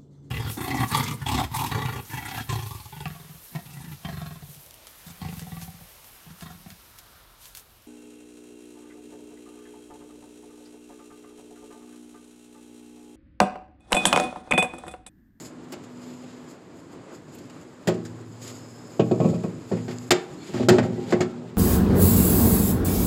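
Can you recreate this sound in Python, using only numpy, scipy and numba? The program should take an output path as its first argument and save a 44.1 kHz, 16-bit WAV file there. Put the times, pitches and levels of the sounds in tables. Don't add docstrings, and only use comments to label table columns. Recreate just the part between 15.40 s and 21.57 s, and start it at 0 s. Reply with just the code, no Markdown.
import sys
import numpy as np
from scipy import signal
from scipy.fft import rfft, irfft, next_fast_len
from scipy.io import wavfile
from scipy.ndimage import uniform_filter1d, minimum_filter1d
from numba import njit

SR = 44100
rng = np.random.default_rng(int(sys.argv[2]) if len(sys.argv) > 2 else 0)


def output_pcm(signal):
    pcm = np.clip(np.atleast_2d(signal).T, -1, 1) * 32767
    wavfile.write(sys.argv[1], SR, np.round(pcm).astype(np.int16))


def decibels_to_gain(level_db):
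    exponent = np.asarray(level_db, float) / 20
    return 10 ** exponent


N = 272097

# peak_s, level_db
BRUSHES = [(0.0, -45.5), (.03, -59), (0.055, -46), (.32, -67), (.44, -66), (1.11, -56.5), (1.401, -62),
           (1.53, -57.5), (1.749, -54), (1.94, -64)]
# peak_s, level_db, build_up_s, let_go_s, dull_share_db
SLIDES = [(.67, -58.5, 0.34, 0.4, -0.5), (.93, -66, 0.17, 0.12, 7), (1.96, -66, 0.13, 1.3, 1),
          (3.026, -48.5, 0.047, 0.23, -6.5), (3.085, -52.5, 0.12, 0.085, 0.5),
          (3.15, -67, 0.16, 0.83, -8.5), (3.58, -59, 0.55, 0.7, -15.5), (3.89, -54.5, 0.27, 0.24, 1),
          (4.3, -60.5, 0.17, 0.72, 1.5), (4.62, -57, 0.4, 0.49, -11), (5.06, -59, 0.23, 0.31, -1.5),
          (5.2, -60, 0.18, .12, 15), (5.44, -65.5, 0.1, 3.5, 6), (5.71, -56, 0.21, .1, 6),
          (2.76, -66, 0.22, 0.33, -19)]
# freq_hz, density_db_per_hz
HISS_COLOUR = [(2060, -64), (3500, -31), (4420, 1), (4630, -11), (4890, 6), (5850, -12.5), (6890, 8),
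               (7940, 2), (8630, -79), (9500, -14), (12400, -51), (20900, -120)]
# time_s, hum_db, air_noise_db
MACHINE_LEVELS = [(0, -43.5, -44), (.4, -43.5, -45), (.7, -39.5, -44), (1.05, -43.5, -45), (1.2, -58, -45),
                  (1.6, -71, -45), (1.9, -45.5, -44), (2.9, -56.5, -44.5), (3.1, -42.5, -44.5),
                  (3.55, -49.5, -44), (5, -61, -42.5), (5.8, -40, -44), (6.17, -42.5, -47)]
# freq_hz, density_db_per_hz
AIR_COLOUR = [(18, -71), (30, -12), (86, -11), (109, -6), (170, -2), (210, -8), (295, -2), (801, -16.5),
              (1040, -17), (3140, -31), (5040, -34), (5590, -39), (7470, -34.5), (13700, -62), (16000, -54)]
# start_s, peak_db, tilt_db_per_octave
TICKS = [(0.048, -43, 9), (0.322, -30.5, 4.5), (0.3342, -31, 0.5), (0.4369, -44, 4), (0.8365, -37, -16),
         (1.1094, -51, 11), (1.7449, -53, 9), (1.9475, -39, 20), (1.9839, -43, 7), (2.0973, -39.5, 1.5)]
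# start_s, peak_db, tilt_db_per_octave, ring_t60_s, clack_hz
CRACKS = [(2.4726, -18, 1, 0.15, 1580), (2.5412, -38, 3, 0.066, 2330), (2.6503, -34.5, 5, 0.12, 1598),
          (3.596, -17.5, -3, 0.1, 2740), (3.713, -28.5, -1, 0.067, 3600),
          (3.8018, -29.5, -1.5, 0.082, 2500), (3.8437, -32, -5, 0.08, 2420), (3.9394, -43, 3, 0.26, 1530),
          (4.0346, -36, 0, 0.15, 2090), (4.3169, -31, -1.5, 0.18, 1830), (4.3689, -32, -4, 0.19, 2330),
          (4.4804, -31, -1, 0.27, 1820), (4.5094, -32.5, 0.5, 0.11, 2030), (4.707, -1, 1, 0.09, 2020),
          (5.136, -30.5, 0, 0.36, 1880), (5.1683, -27.5, -4, 0.18, 1780), (5.229, -24.5, -2, 0.047, 1560),
          (5.286, -0.5, 0.5, 0.089, 1690), (5.3294, -35, 3.5, 0.33, 1640), (5.3835, -9.5, -3.5, 0.09, 1840),
          (5.4282, -28.5, -1, 0.21, 1700), (5.706, -29, 1, 0.17, 1880), (5.723, -11, -3.5, 0.1, 1870),
          (5.8058, -15.5, -0.5, 0.12, 1870)]
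# freq_hz, density_db_per_hz
CRACK_COLOUR = [(290, 0.5), (500, 1.5), (795, 1.5), (1000, -8), (1420, -6), (2260, -10), (2650, -10),
                (2890, -9.5), (4400, -15), (4730, -8), (5630, -17), (7420, -12.5), (8830, -23),
                (14000, -25), (16000, -35)]
# freq_hz, width_hz, level_db
PLATE_MODES = [(1100, 150, 0), (1470, 320, -1), (1880, 12, -2), (2290, 38, -2), (3260, 10, -7),
               (3630, 34, -7), (4170, 490, -7), (4360, 11, -7), (5180, 16, -5), (5400, 160, -8),
               (6050, 23, -14), (7080, 68, -7), (7480, 650, -8), (6720, 190, -7)]
# start_s, force_db, jug_side_ring_db, jug_base_ring_db, steel_panel_ring_db
BLOWS = [(0.324, -31, -53.5, -61, -43), (2.473, -14.5, -55, -22, -42), (2.484, -11, -35.5, -31, -24.5),
         (3.594, -5.5, -25.5, -22, -27.5), (3.711, -8, -27, -23.5, -25), (3.801, -7.5, -25, -21.5, -29),
         (3.844, -8, -24.5, -21, -33), (3.93, -17, -31.5, -25, -41), (4.036, -17, -35, -29.5, -32),
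         (4.314, -14.5, -27.5, -25.5, -29.5), (4.48, -29.5, -32.5, -39, -33),
         (4.706, -5.5, -46, -30.5, -15.5), (5.091, -35, -45, -38, -37), (5.141, -25, -27.5, -43, -24.5),
         (5.198, -14.5, -25.5, -47, -25.5), (5.284, -4, -17.5, -19, -8.5), (5.329, -11.5, -27, -45, -14.5),
         (5.383, -10, -21.5, -39, -34), (5.449, -19, -32.5, -33, -26), (5.499, -26.5, -29, -35, -30.5),
         (5.578, -26.5, -35, -43, -28.5), (5.725, -8, -28, -26, -18), (5.803, -15, -32, -27, -20.5)]
# freq_hz, level_db, t60_s
RING_MODES = [(117.74, 1.5, 4.8), (167.8, 1.5, 0.67), (188.4, 1.5, 0.47), (214.9, 5.5, 0.51),
              (246.2, 2.5, 1.9), (317, -6, 1), (360.7, 3, 0.42), (393, 3, 0.36), (428, 0, 0.37),
              (457.6, -4.5, 0.61), (546, -1, 0.18), (622.3, -4, 0.26), (692, -1.5, 0.069),
              (753, -5.5, 0.088), (800, -19, 0.68), (846, -5.5, 0.12), (932, -12, 0.21), (1157, -19, 0.049),
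              (1302, -14.5, 0.28), (97.3, -5, 3.3)]
MODE_DRIVE = (0, 1, 1, 4, 0, 3, 2, 5, 5, 3, 3, 3, 3, 3, 2, 5, 5, 5, 5, 0)
# time_s, extra_fall_db_per_s
GRIP = [(3.5, -3), (3.6, 71), (4.25, 19), (4.6, 20), (4.71, 98), (5.05, 2), (5.3, -2), (5.75, 86),
        (5.95, 57)]
# freq_hz, density_db_per_hz
THUD_COLOUR = [(35, -56), (100, -5), (400, 5.5), (907, -21), (1110, -7), (1280, -45), (1720, -70),
               (1860, -48), (2500, -19), (3250, -83), (5500, -120)]
# peak_s, rubbing_force_db, build_up_s, let_go_s
DRAGS = [
    (3.9, -36, 0.34, 0.19),
    (4.5, -54, 0.77, 0.08),
    (5.17, -50, 0.083, 0.12),
    (5.3, -31, 0.055, 0.31),
    (5.7, -39.5, 0.26, 0.67),
]
# start_s, length_s, pitch_hz, level_db
SQUEAKS = [(4.98, 0.079, 4300, -57), (5.0, 0.044, 3500, -59), (5.55, 0.05, 1960, -59),
           (5.83, .13, 1350, -53), (5.0, .07, 2300, -58), (3.09, 0.1, 4750, -61), (3.1, .1, 6700, -58),
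           (3.1, .45, 5150, -62)]


def curve(table):
    s, *columns = np.transpose(table)
    return [np.interp(np.arange(N) / SR, s, column) for column in columns]


def colour(x, points, tilt_db=0., modes=(), modes_db=0.):
    hz, db = np.transpose(points)
    size = next_fast_len(len(x))
    f = np.maximum(np.fft.rfftfreq(size, 1 / SR), 1)
    octave = np.log2(f)
    bumps = sum(modes_db / (1 + (2 * (f - mode) / (width + 50)) ** 2) for mode, width, _ in modes)
    tilt = tilt_db * (np.clip(octave, 9, 14) - 12)
    gain_db = np.interp(octave, np.log2(hz), db) + tilt + bumps
    y = irfft(rfft(x, size) * decibels_to_gain(gain_db), size)[:len(x)]
    return y / np.sqrt(np.mean(y ** 2))


def band(x, lo_hz, hi_hz):
    y = signal.sosfilt(signal.butter(2, [lo_hz, hi_hz], "bandpass", fs=SR, output="sos"), x)
    return y / np.sqrt(np.mean(y ** 2))


def walk(rate_hz):
    hold = int(SR / rate_hz)
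    steps = np.repeat(rng.standard_normal(N // hold + 1), hold)
    return 1.42 * uniform_filter1d(uniform_filter1d(steps, hold), hold)[:N]


def swell(s, db, rise_s, fall_s):
    t = np.arange(N) / SR - s
    return decibels_to_gain(db - 20 * np.where(t < 0, -t / max(rise_s, .005), t / max(fall_s, .005)))


def fade(t60_s, rise_s):
    t = np.arange(int(.4 * SR)) / SR
    return (1 - np.exp(-t / rise_s)) * decibels_to_gain(-60 * t / max(t60_s, .01))


def add(out, s, burst):
    i = int(s * SR)
    out[i:i + len(burst)] += burst[:N - i]


def sliding():
    brush_rise_s, brush_fall_s, brush_dull_db = 0.047, 0.039, -8.5
    strokes = SLIDES + [(s, db, brush_rise_s, brush_fall_s, brush_dull_db) for s, db in BRUSHES]
    rest = swell(5.2, -70, 100, 0.44)
    hiss, dull = rest, rest * decibels_to_gain(-12)
    for s, db, rise_s, fall_s, dull_db in strokes:
        stroke = swell(s, db, rise_s, fall_s)
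        hiss = hiss + stroke
        dull = dull + stroke * decibels_to_gain(dull_db)
    grain_db = 2.3 * rng.exponential(size=N) + 1.7 * walk(60)
    grain = rng.standard_normal((3, N)) * decibels_to_gain(grain_db)
    bright = colour(grain[0], HISS_COLOUR) + decibels_to_gain(-7.5) * band(grain[1], 7000, 14600)
    return hiss * bright + dull * band(grain[2], 1360, 4500)


def machine():
    hum_hz = 247.5
    hum_db, air_db = curve(MACHINE_LEVELS)
    air = colour(rng.standard_normal(N), AIR_COLOUR)
    low = signal.sosfilt(signal.butter(2, 500, fs=SR, output="sos"), air)
    air = low * decibels_to_gain(2.1 * walk(18)) + (air - low) * decibels_to_gain(1.15 * walk(16))
    phase = 2 * np.pi * np.cumsum(hum_hz * (1 + 0.004 * walk(11.5))) / SR
    return decibels_to_gain(air_db) * air + decibels_to_gain(hum_db + 1.2 * walk(9.0)) * np.sin(phase)


def contacts():
    tick_t60_s, tick_hz = 0.085, 2380
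    out = np.zeros(N)
    split = signal.butter(2, 8500, fs=SR, output="sos")
    t = np.arange(int(.4 * SR)) / SR
    for s, db, tilt_db, t60_s, hz in [(*tick, tick_t60_s, tick_hz) for tick in TICKS] + CRACKS:
        edge = (1 - np.exp(-t / 0.00025)) * np.exp(-(t / (0.17 * t60_s)) ** 2)
        low_shape = edge + decibels_to_gain(-8.0) * fade(2.0 * t60_s, 0.00034) + decibels_to_gain(-30.0) * fade(2.7 * t60_s, 0.0024)
        top_shape = edge + decibels_to_gain(-38.0) * fade(t60_s, 0.00063)
        noise = rng.standard_normal((2, len(t)))
        spray = colour(noise[0], CRACK_COLOUR, tilt_db, PLATE_MODES, modes_db=4.0)
        spray = spray + decibels_to_gain(-11) * band(noise[1], hz / 1.16, hz * 1.205)
        low = signal.sosfilt(split, spray)
        top = spray - low
        add(out, s, decibels_to_gain(db - 11.0) * (low_shape * low + decibels_to_gain(1.5) * top_shape * top))
    return out


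def box(x):
    tail = band(rng.standard_normal(int(.4 * SR)), 182, 3240) * fade(0.33, 0.00044)
    return decibels_to_gain(-18.5) * signal.fftconvolve(x, tail / np.sqrt(np.sum(tail ** 2)))[:N]


@njit
def ring(x, hz, fall):
    y, z, turn = np.empty(len(x)), 0j, 0j
    for i in range(len(x)):
        if i % 16 == 0:
            turn = np.exp(2j * np.pi * hz[i] / SR)
        z = z * turn * (1 - fall[i]) + x[i]
        y[i] = z.imag
    return y


def jug(rub):
    _, force, side, base, panel = np.transpose(BLOWS)
    overtone = force - 13.5
    shoulder = (force + side) / 2 - 8.5
    plate = (force + panel) / 2 - 12
    drive_db = [side, base, panel, overtone, shoulder, plate]
    scatter = rng.standard_normal((len(BLOWS), 3, len(RING_MODES)))
    at = (np.array(BLOWS)[:, 0] * SR).astype(int)
    last_blow = np.maximum(np.searchsorted(at, np.arange(N), side="right") - 1, 0)
    touch = np.zeros(N)
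    touch[at - 66] = 1
    grip = np.maximum(curve(GRIP)[0], 0) + 14 * SR * uniform_filter1d(touch, size=132)
    flex = walk(14)
    out = np.zeros(N)
    for k, (hz, db, t60_s) in enumerate(RING_MODES):
        steel = MODE_DRIVE[k] == 2
        push = decibels_to_gain(-28.5) * rub + 1e-18
        push_db = drive_db[MODE_DRIVE[k]] + 3. + 2 * scatter[:, 0, k]
        push[at] += decibels_to_gain(push_db) * np.sign(scatter[:, 1, k])
        push = uniform_filter1d(push, size=int(SR / hz / 2), origin=int(SR / hz / 4) - 1)
        bend = .012 * scatter[last_blow, 2, k] + .013 * np.roll(flex, 5000 * k)
        pitch = hz * (1 + (.3 if steel else 1) * bend)
        reach = 0.17 if steel else (hz / 250) ** 0.1
        fall_db_per_s = 60 / t60_s + grip * reach
        out += decibels_to_gain(db) * ring(push, pitch, fall_db_per_s / 20 * np.log(10) / SR)
    return out


def thuds():
    out = np.zeros(N)
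    shape = fade(0.13, 0.0057)
    for s, db, *_ in BLOWS:
        add(out, s, decibels_to_gain(db - 8.0) * shape * colour(rng.standard_normal(len(shape)), THUD_COLOUR))
    return out


def rubbing_force():
    drag = sum(swell(*row) for row in DRAGS)
    return drag * decibels_to_gain(1.77 * walk(35)) * rng.standard_normal(N)


def rumble(rub):
    return decibels_to_gain(-24.0) * band(rng.standard_normal(N), 95, 870) * uniform_filter1d(np.abs(rub), size=200)


def squeaks():
    out = np.zeros(N)
    for s, length_s, hz, db in SQUEAKS:
        size = int(length_s * SR)
        squeak = band(rng.standard_normal(size), hz / 1.02, hz * 1.02)
        add(out, s, decibels_to_gain(db) * np.hanning(size) ** 0.096 * squeak)
    return out


def thin(x, step_db, from_hz):
    f, t, z = signal.stft(x, SR, nperseg=2048)
    size = np.abs(z)
    patch = np.kron(rng.standard_normal((len(f) // 24 + 1, len(t) // 2 + 1)), np.ones((24, 2)))
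    patch = patch[:len(f), :len(t)]
    near = uniform_filter1d(size, size=200, axis=0) + decibels_to_gain(step_db) * np.sum(size ** 2, axis=0) ** 0.88
    reach = np.clip((f[:, None] - from_hz) / 4000.0, 0, 1.5) + 3 * (f[:, None] > 14200)
    treble = np.sum(size[f > 3000] ** 2, axis=0)
    attack = treble > decibels_to_gain(32.) * np.roll(treble, 2)
    kept = (size > reach * near * decibels_to_gain(4. * patch)) | attack
    return signal.istft(z * kept, SR)[1][:N]


def hush(x, jump_db):
    top = signal.sosfiltfilt(signal.butter(2, 900, "highpass", fs=SR, output="sos"), x)
    now = -minimum_filter1d(-np.abs(top), size=440, origin=219)
    ahead = -minimum_filter1d(-np.abs(top), size=520, origin=-260)
    return x - top * uniform_filter1d(1. * (ahead > now * decibels_to_gain(jump_db)), size=44)


def scene():
    rub = rubbing_force()
    knocks = contacts() + jug(rub) + thuds() + rumble(rub) + squeaks()
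    knocks = signal.sosfilt(signal.butter(4, 95, "highpass", fs=SR, output="sos"), knocks)
    return (sliding() + machine() + knocks + box(knocks))[None]


def roll_off(x):
    return signal.sosfilt(signal.butter(12, 16470, fs=SR, output="sos"), x)


def record(dry):
    x = signal.sosfilt(signal.butter(2, 80, "highpass", fs=SR, output="sos"), dry[0])
    x = signal.sosfilt(signal.ellip(8, .2, 70, 15800, fs=SR, output="sos"), x)
    gain = np.minimum(1, .72 / np.maximum(np.abs(x), 1e-9))
    gain = uniform_filter1d(minimum_filter1d(gain, size=441), size=221)
    x = signal.sosfilt(signal.butter(2, 60, "highpass", fs=SR, output="sos"), x * gain)
    x = thin(x, step_db=-60.5, from_hz=6600.0)
    x = hush(x, jump_db=30.0)
    return roll_off(x[None])


dry = scene()
out = record(dry)
output_pcm(out)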